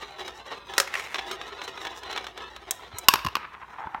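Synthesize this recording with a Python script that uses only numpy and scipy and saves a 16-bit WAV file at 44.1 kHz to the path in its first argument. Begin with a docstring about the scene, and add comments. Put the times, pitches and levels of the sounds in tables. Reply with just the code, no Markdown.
"""Glass marbles in a marble run

Marbles circle in plastic funnels, close by, in a quiet room. Rolling is a stream of tiny impacts
that ring the bowl. The marbles rattle on the plastic, clack together and drop through the holes into
the chutes below, where one rolls on. The microphone is bumped softly."""
import sys
import numpy as np
from scipy import signal
from scipy.fft import rfft, irfft
from scipy.io import wavfile
from scipy.ndimage import uniform_filter1d, map_coordinates

SR = 44100
rng = np.random.default_rng(int(sys.argv[2]) if len(sys.argv) > 2 else 0)


def file_out(sig):
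    """Save sig as 16-bit WAV at sys.argv[1]."""
    # one column per channel
    cols = np.atleast_2d(sig).T
    # limit, then scale
    lim = np.clip(cols, -1, 1)
    pcm = np.round(lim * 32767).astype(np.int16)
    wavfile.write(sys.argv[1], SR, pcm)


N = 176400
TIME, HZ = np.arange(N) / SR, np.arange(4097) * SR / 8192


def undb(db):
    """Decibels to gain."""
    return 10 ** (np.asarray(db) / 20)


def unit(x):
    """Scale to an rms of 1."""
    return x / np.sqrt(np.mean(x ** 2))


def add(out, start_s, x):
    """Mix a sound in at its time."""
    i = max(int(start_s * SR), 0)
    out[i:i + len(x)] += x[:max(N - i, 0)]


def lowpass(x, hz, order=2):
    """Low-pass without delay."""
    return signal.sosfiltfilt(signal.butter(order, hz, fs=SR, output="sos"), x)


def wander(turns_per_s):
    """Smooth random motion, rms 1."""
    knots = rng.standard_normal(4096)
    return unit(np.interp(TIME * turns_per_s, np.arange(len(knots)), knots))


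def colour(curve, modes=()):
    """A body's gain at each frequency: a broad curve with resonance peaks."""
    hz, db = np.array(curve, float).T
    broad = undb(np.interp(np.log(HZ + 1), np.log(hz), db))
    peaks = sum((undb(2 * lift_db) - 1) / (1 + (2 * (HZ - centre_hz) / width_hz) ** 2)
                for centre_hz, width_hz, lift_db in modes)
    bass_cut = HZ ** 2 / (HZ ** 2 + (hz[0] / 2) ** 2)
    return broad * np.sqrt(np.maximum(1 + peaks, .1)) * bass_cut


def spot_colour(depth_db, spacing_at_1khz_hz=75):
    """Each contact spot favours some resonances; they broaden towards the treble."""
    knots = np.clip(rng.standard_normal(1024), -1.5, 1.5)
    place = 2 * np.sqrt(HZ * 1e3) / spacing_at_1khz_hz
    ripple = np.interp(place, np.arange(len(knots)), knots)
    gain = undb(depth_db * np.clip(HZ / 900, 0, 1) * ripple)
    return gain / np.sqrt(uniform_filter1d(gain ** 2, size=250))


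def ring(push, body):
    """Pass a push through a minimum-phase body with the given gains."""
    cepstrum = irfft(np.log(body + 1e-7))
    half = len(cepstrum) // 2
    causal = np.r_[cepstrum[0], 2 * cepstrum[1:half], np.zeros(half)]
    response = irfft(np.exp(rfft(causal)))
    return signal.fftconvolve(push, response[:half])[:len(push)]


def bend(x, ratio):
    """Shift all resonances by a moving ratio."""
    return map_coordinates(x, [np.cumsum(ratio)], mode="mirror")


def grains(per_s, spread_db, flutter_db=2.1):
    """Tiny impacts of a marble on a slightly rough surface, in flurries."""
    hit = rng.random(N) < per_s / SR
    size = undb(spread_db * np.clip(rng.standard_normal(N), -2, 2))
    sign = np.sign(rng.standard_normal(N))
    return unit(hit * size * sign * undb(flutter_db * wander(50)))


# Body, mids, treble. Each row: lower edge in Hz, upper edge in Hz.
BANDS_HZ = [(200, 1400), (1400, 5000), (5000, 15000)]


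def blows(events, body, trim_db, crest_db, clatter_t60_s, after_db, after_t60_s):
    """Each blow starts a quick clatter and a weak after-ring; hardness sets the balance of three bands."""
    out, t = np.zeros(N), TIME[:len(HZ) - 1]
    fade = undb(-60 * t / clatter_t60_s) + undb(after_db - 60 * t / after_t60_s)
    log_centres = np.log(BANDS_HZ).mean(axis=1)
    rms_window_s = .01
    for start_s, peak_db, body_db, treble_db in events:
        push = rng.standard_normal(len(t)) * fade
        power = np.abs(rfft(push, 2 * len(t))) ** 2
        gain = body * spot_colour(depth_db=3.5) / np.sqrt(uniform_filter1d(power, size=150))
        energy = np.array([np.sum((power * gain ** 2)[(HZ > lo) & (HZ < hi)]) for lo, hi in BANDS_HZ])
        band_db = 10 * np.log10(energy / len(t) / (rms_window_s * SR))
        wanted_db = np.array([body_db, peak_db - crest_db, treble_db]) + trim_db
        hardness_db = np.interp(np.log(HZ + 1), log_centres, wanted_db - band_db)
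        add(out, start_s, ring(push, gain * undb(hardness_db)))
    return out


# Each row: frequency in Hz, gain in dB.
AIR_CURVE = [(20, -28), (62, 0), (160, -10), (1000, -20), (16000, -43)]


def room_air(air_db=-60, hum_db=-63, hum_hz=58.5):
    """Still air with a low, wavering hum."""
    hum = np.sin(2 * np.pi * np.cumsum(hum_hz + 1.5 * wander(6)) / SR) * undb(2.5 * wander(7))
    air = ring(rng.standard_normal(N), colour(AIR_CURVE))
    return undb(air_db) * unit(air) + undb(hum_db) * unit(hum)


# Each row: time in seconds, level below the treble in dB, treble level in dB.
FUNNEL_LEVELS = [(0, -41, -60), (0.12, -44, -62), (0.27, -36, -52), (0.35, -45, -63), (0.45, -43, -59),
                 (0.51, -37, -57), (0.58, -45, -68), (0.64, -47, -68), (0.73, -38, -51), (0.85, -42, -56),
                 (0.93, -48, -60), (0.98, -42, -47), (1.11, -45, -58), (1.17, -39, -53), (1.23, -41, -57),
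                 (1.33, -35, -48), (1.40, -42, -61), (1.65, -35, -51), (1.72, -43, -61), (1.83, -38, -55),
                 (1.93, -39, -56), (2.0, -48, -65), (2.08, -41, -59), (2.17, -35, -52), (2.33, -48, -66),
                 (2.43, -38, -56), (2.59, -49, -67), (2.76, -42, -61), (2.89, -50, -74), (2.97, -40, -55),
                 (3.07, -45, -64), (3.6, -62, -78), (3.77, -53, -67), (4, -59, -78)]
# Each row: frequency in Hz, gain in dB.
BOWL_CURVE = [(120, -20), (450, -4), (1100, 1.5), (2400, -6.5), (3900, -9), (4800, -18), (6000, -15),
              (10000, -29), (16000, -32)]
# Each row: resonance in Hz, width in Hz, lift in dB.
BOWL_MODES = [(388, 42, 12), (807, 30, 4), (1740, 50, 4), (2860, 90, 3), (3510, 170, 8), (4010, 150, 7),
              (5400, 160, 8)]


def funnel_rolling(spots=16, moves_per_s=18, contrast_db=26, orbits_per_s=2.1, sway=.025):
    """Marbles ring the bowl from changing spots and scrape it in bursts; each orbit sways the tone."""
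    impacts, bowl = grains(per_s=2400, spread_db=4), colour(BOWL_CURVE, BOWL_MODES)
    nearness = np.array([undb(contrast_db * wander(moves_per_s * rng.uniform(.75, 1.25)))
                         for _ in range(spots)])
    shares = nearness / np.linalg.norm(nearness, axis=0)
    ringing = sum(ring(impacts * share, bowl * spot_colour(depth_db=9.5)) for share in shares)
    ringing = bend(ringing, 1 + sway * np.sin(2 * np.pi * orbits_per_s * TIME + wander(1)))
    rumble = lowpass(ringing, BANDS_HZ[2][0], order=4)
    scrape = (ringing - rumble) * undb(4 * wander(turns_per_s=45))
    times, rumble_db, scrape_db = np.array(FUNNEL_LEVELS).T
    return (unit(rumble) * undb(np.interp(TIME, times, rumble_db) - .6)
            + unit(scrape) * undb(np.interp(TIME, times, scrape_db) - 1.2))


def knocks(events, body):
    """Light knocks on plastic. The body grows half as fast in dB as the peak: harder is brighter."""
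    hits = [(start_s, peak_db, peak_db / 2 - 29, treble_db) for start_s, peak_db, treble_db in events]
    return blows(hits, body, trim_db=-.5, crest_db=11, clatter_t60_s=.022, after_db=-14, after_t60_s=.07)


# Each row: start in seconds, mid peak in dB, treble level in dB.
FUNNEL_KNOCKS = [(0.2790, -27, -44), (0.7370, -25, -47), (1.1442, -15, -42), (1.1568, -18, -53),
                 (1.1836, -18, -49), (1.1908, -18, -47), (1.3128, -22, -37), (1.4141, -23, -52),
                 (1.6166, -23, -49), (1.6780, -25, -48), (1.7753, -25, -57), (1.8511, -24, -47),
                 (1.8696, -22, -48), (2.0330, -29, -50), (2.1130, -26, -48), (2.1280, -24, -45),
                 (2.1619, -21, -46), (2.1760, -17, -45), (2.2432, -27, -50), (2.2676, -24, -48),
                 (2.3759, -29, -49), (2.5630, -30, -51)]


def funnel_rattle():
    """Marbles knock on joints, rim and bowl."""
    return knocks(FUNNEL_KNOCKS, colour(BOWL_CURVE, BOWL_MODES))


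# Each row: start in seconds, mid peak in dB, body level in dB, treble level in dB.
CHUTE_BOUNCES = [(0.7807, -5, -21, -19), (0.8004, -8, -22, -19)]
# Each row: frequency in Hz, gain in dB.
CHUTE_CURVE = [(150, -24), (800, -10), (1450, -2), (2200, -9), (5500, -11), (9000, -18), (16000, -28)]
# Each row: resonance in Hz, width in Hz, lift in dB.
CHUTE_MODES = [(551, 28, 15), (1814, 130, 7), (5450, 160, 7)]


def upper_drop():
    """A marble falls from the upper funnel and bounces in the chute."""
    return blows(CHUTE_BOUNCES, colour(CHUTE_CURVE, CHUTE_MODES),
                 trim_db=-1.5, crest_db=12, clatter_t60_s=.017, after_db=-17, after_t60_s=.12)


def chute_rolling(levels, body, sharp_share=0, settle_s=.42):
    """A fallen marble rumbles hollowly along; its tone may start sharp and sink."""
    times, db = np.array(levels).T
    ratio = 1 + sharp_share * np.clip(1 - (TIME - times[0]) / settle_s, 0, 1)
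    rumble = bend(ring(grains(per_s=1200, spread_db=3), body), ratio)
    return unit(rumble) * undb(np.interp(TIME, times, db, left=-np.inf, right=-np.inf))


# Each row: time in seconds, rolling level in dB.
LINK_LEVELS = [(0.87, -52), (0.99, -37), (1.12, -41), (1.16, -60)]
# Each row: start in seconds, mid peak in dB, treble level in dB.
LINK_HITS = [(0.8753, -23, -49), (0.9397, -15, -43), (0.9531, -14, -45), (0.9970, -21, -46)]
# Each row: frequency in Hz, gain in dB.
LINK_CURVE = [(300, -19), (900, -5), (1200, -8), (2150, 0), (3700, -18), (6800, -21), (15000, -34)]


def linking_chute():
    """A marble rolls and rattles through the chute between the funnels."""
    body = colour(LINK_CURVE)
    return chute_rolling(LINK_LEVELS, body) + knocks(LINK_HITS, body)


# Each row: start in seconds, mid peak in dB, body level in dB, treble level in dB.
GLASS_HITS = [(2.7096, -16, -39, -21), (2.9853, -30, -48, -29)]
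# Each row: frequency in Hz, gain in dB.
GLASS_CURVE = [(150, -22), (3800, -3), (4700, -14), (5700, 0), (8300, 1), (10000, -7)]


def glass_clacks():
    """Glass meets glass in a very short, bright contact."""
    return blows(GLASS_HITS, colour(GLASS_CURVE),
                 trim_db=-2.5, crest_db=14, clatter_t60_s=.0015, after_db=-14, after_t60_s=.026)


# Each row: start in seconds, level in dB, starting pitch in Hz.
MIC_BUMPS = [(2.937, -36, 105), (3.249, -26, 140), (3.267, -28, 100), (3.858, -38, 80)]


def microphone_bumps(rise_s=.005, sag_per_s=9):
    """Soft bumps on the microphone: a few low cycles that sag in pitch."""
    out, t = np.zeros(N), TIME[:SR // 8]
    envelope = t / rise_s * np.exp(1 - t / rise_s)
    for start_s, db, hz in MIC_BUMPS:
        swing = np.sin(2 * np.pi * np.cumsum(hz * np.exp(-sag_per_s * t)) / SR)
        rumble = unit(lowpass(rng.standard_normal(len(t)), 3 * hz))
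        add(out, start_s, undb(db) * (swing + undb(-7) * rumble) * envelope)
    return out - lowpass(out, hz=45)


# Each row: start in seconds, mid peak in dB, body level in dB, treble level in dB.
TUBE_BOUNCES = [(3.0849, 4, -13, -10), (3.1379, -9, -15, -23), (3.1570, -19, -26, -38),
                (3.1910, -25, -39, -56), (3.2480, -23, -26, -40), (3.2642, -19, -28, -42),
                (3.2690, -20, -26, -46), (3.2850, -25, -38, -52), (3.3538, -11, -23, -37),
                (3.3680, -20, -27, -51)]
# Each row: frequency in Hz, gain in dB.
TUBE_CURVE = [(100, -14), (720, -16), (1020, 0), (1500, -6), (2100, -10), (2800, -7), (3300, -12),
              (5200, -10), (7300, -20), (10500, -24), (11600, -16), (16000, -25)]
# Each row: resonance in Hz, width in Hz, lift in dB.
TUBE_NEAR_MODES = [(1065, 170, 6), (2800, 240, 7), (4430, 200, 4)]


def tube_drop(near):
    """A marble bounces from the lower funnel down the tube, whose sharp resonances carry only nearby."""
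    return blows(TUBE_BOUNCES, colour(TUBE_CURVE, TUBE_NEAR_MODES if near else ()),
                 trim_db=-.8, crest_db=12, clatter_t60_s=.015, after_db=-28, after_t60_s=.07)


# Each row: time in seconds, rolling level in dB.
BOTTOM_LEVELS = [(3.39, -43), (3.445, -39), (3.50, -54), (3.55, -40), (3.59, -54), (3.625, -37),
                 (3.665, -58), (3.70, -41), (3.75, -45), (3.79, -38), (3.91, -45), (3.94, -39), (4, -43)]
# Each row: start in seconds, mid peak in dB, body level in dB, treble level in dB.
BOTTOM_BUMPS = [(3.8703, -31, -28, -70), (3.946, -24, -26, -62)]
# Each row: frequency in Hz, gain in dB.
BOTTOM_CURVE = [(120, -20), (550, -19), (880, -3), (1150, -9), (1600, -9), (2500, -22), (3500, -34),
                (7000, -70)]
# Each row: resonance in Hz, width in Hz, lift in dB.
BOTTOM_MODES = [(870, 190, 4)]


def bottom_track():
    """The marble rolls on along the bottom track with a sinking tone and dull bumps."""
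    body = colour(BOTTOM_CURVE, BOTTOM_MODES)
    bumps = blows(BOTTOM_BUMPS, body,
                  trim_db=-1, crest_db=12, clatter_t60_s=.015, after_db=-18, after_t60_s=.06)
    return chute_rolling(BOTTOM_LEVELS, body, sharp_share=.35) + bumps


def room_echo(x, level_db=-18.5, low_t60_s=.55, treble_t60_s=.35, build_s=.006):
    """Echo of a small room; the treble dies first."""
    t, noise = TIME[:SR], rng.standard_normal(SR)
    low = lowpass(noise, hz=4000)
    tail = low * 1e-3 ** (t / low_t60_s) + undb(-6) * (noise - low) * 1e-3 ** (t / treble_t60_s)
    tail *= 1 - np.exp(-t / build_s)
    return undb(level_db) * signal.fftconvolve(x, tail / np.linalg.norm(tail))[:N]


def scene():
    """The marble run and its echo, with microphone bumps and room air, in mono."""
    marbles = funnel_rolling() + funnel_rattle() + upper_drop() + linking_chute()
    marbles += glass_clacks() + bottom_track()
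    direct = marbles + tube_drop(near=True)
    echo = room_echo(marbles + tube_drop(near=False))
    return (direct + echo + microphone_bumps() + room_air())[None]


def record(dry, top_hz=16000):
    """Clip at full scale, then cut the top."""
    top_cut = signal.ellip(10, .2, 70, top_hz, fs=SR, output="sos")
    return signal.sosfilt(top_cut, np.clip(dry, -1, 1))


dry = scene()
out = record(dry)
file_out(out)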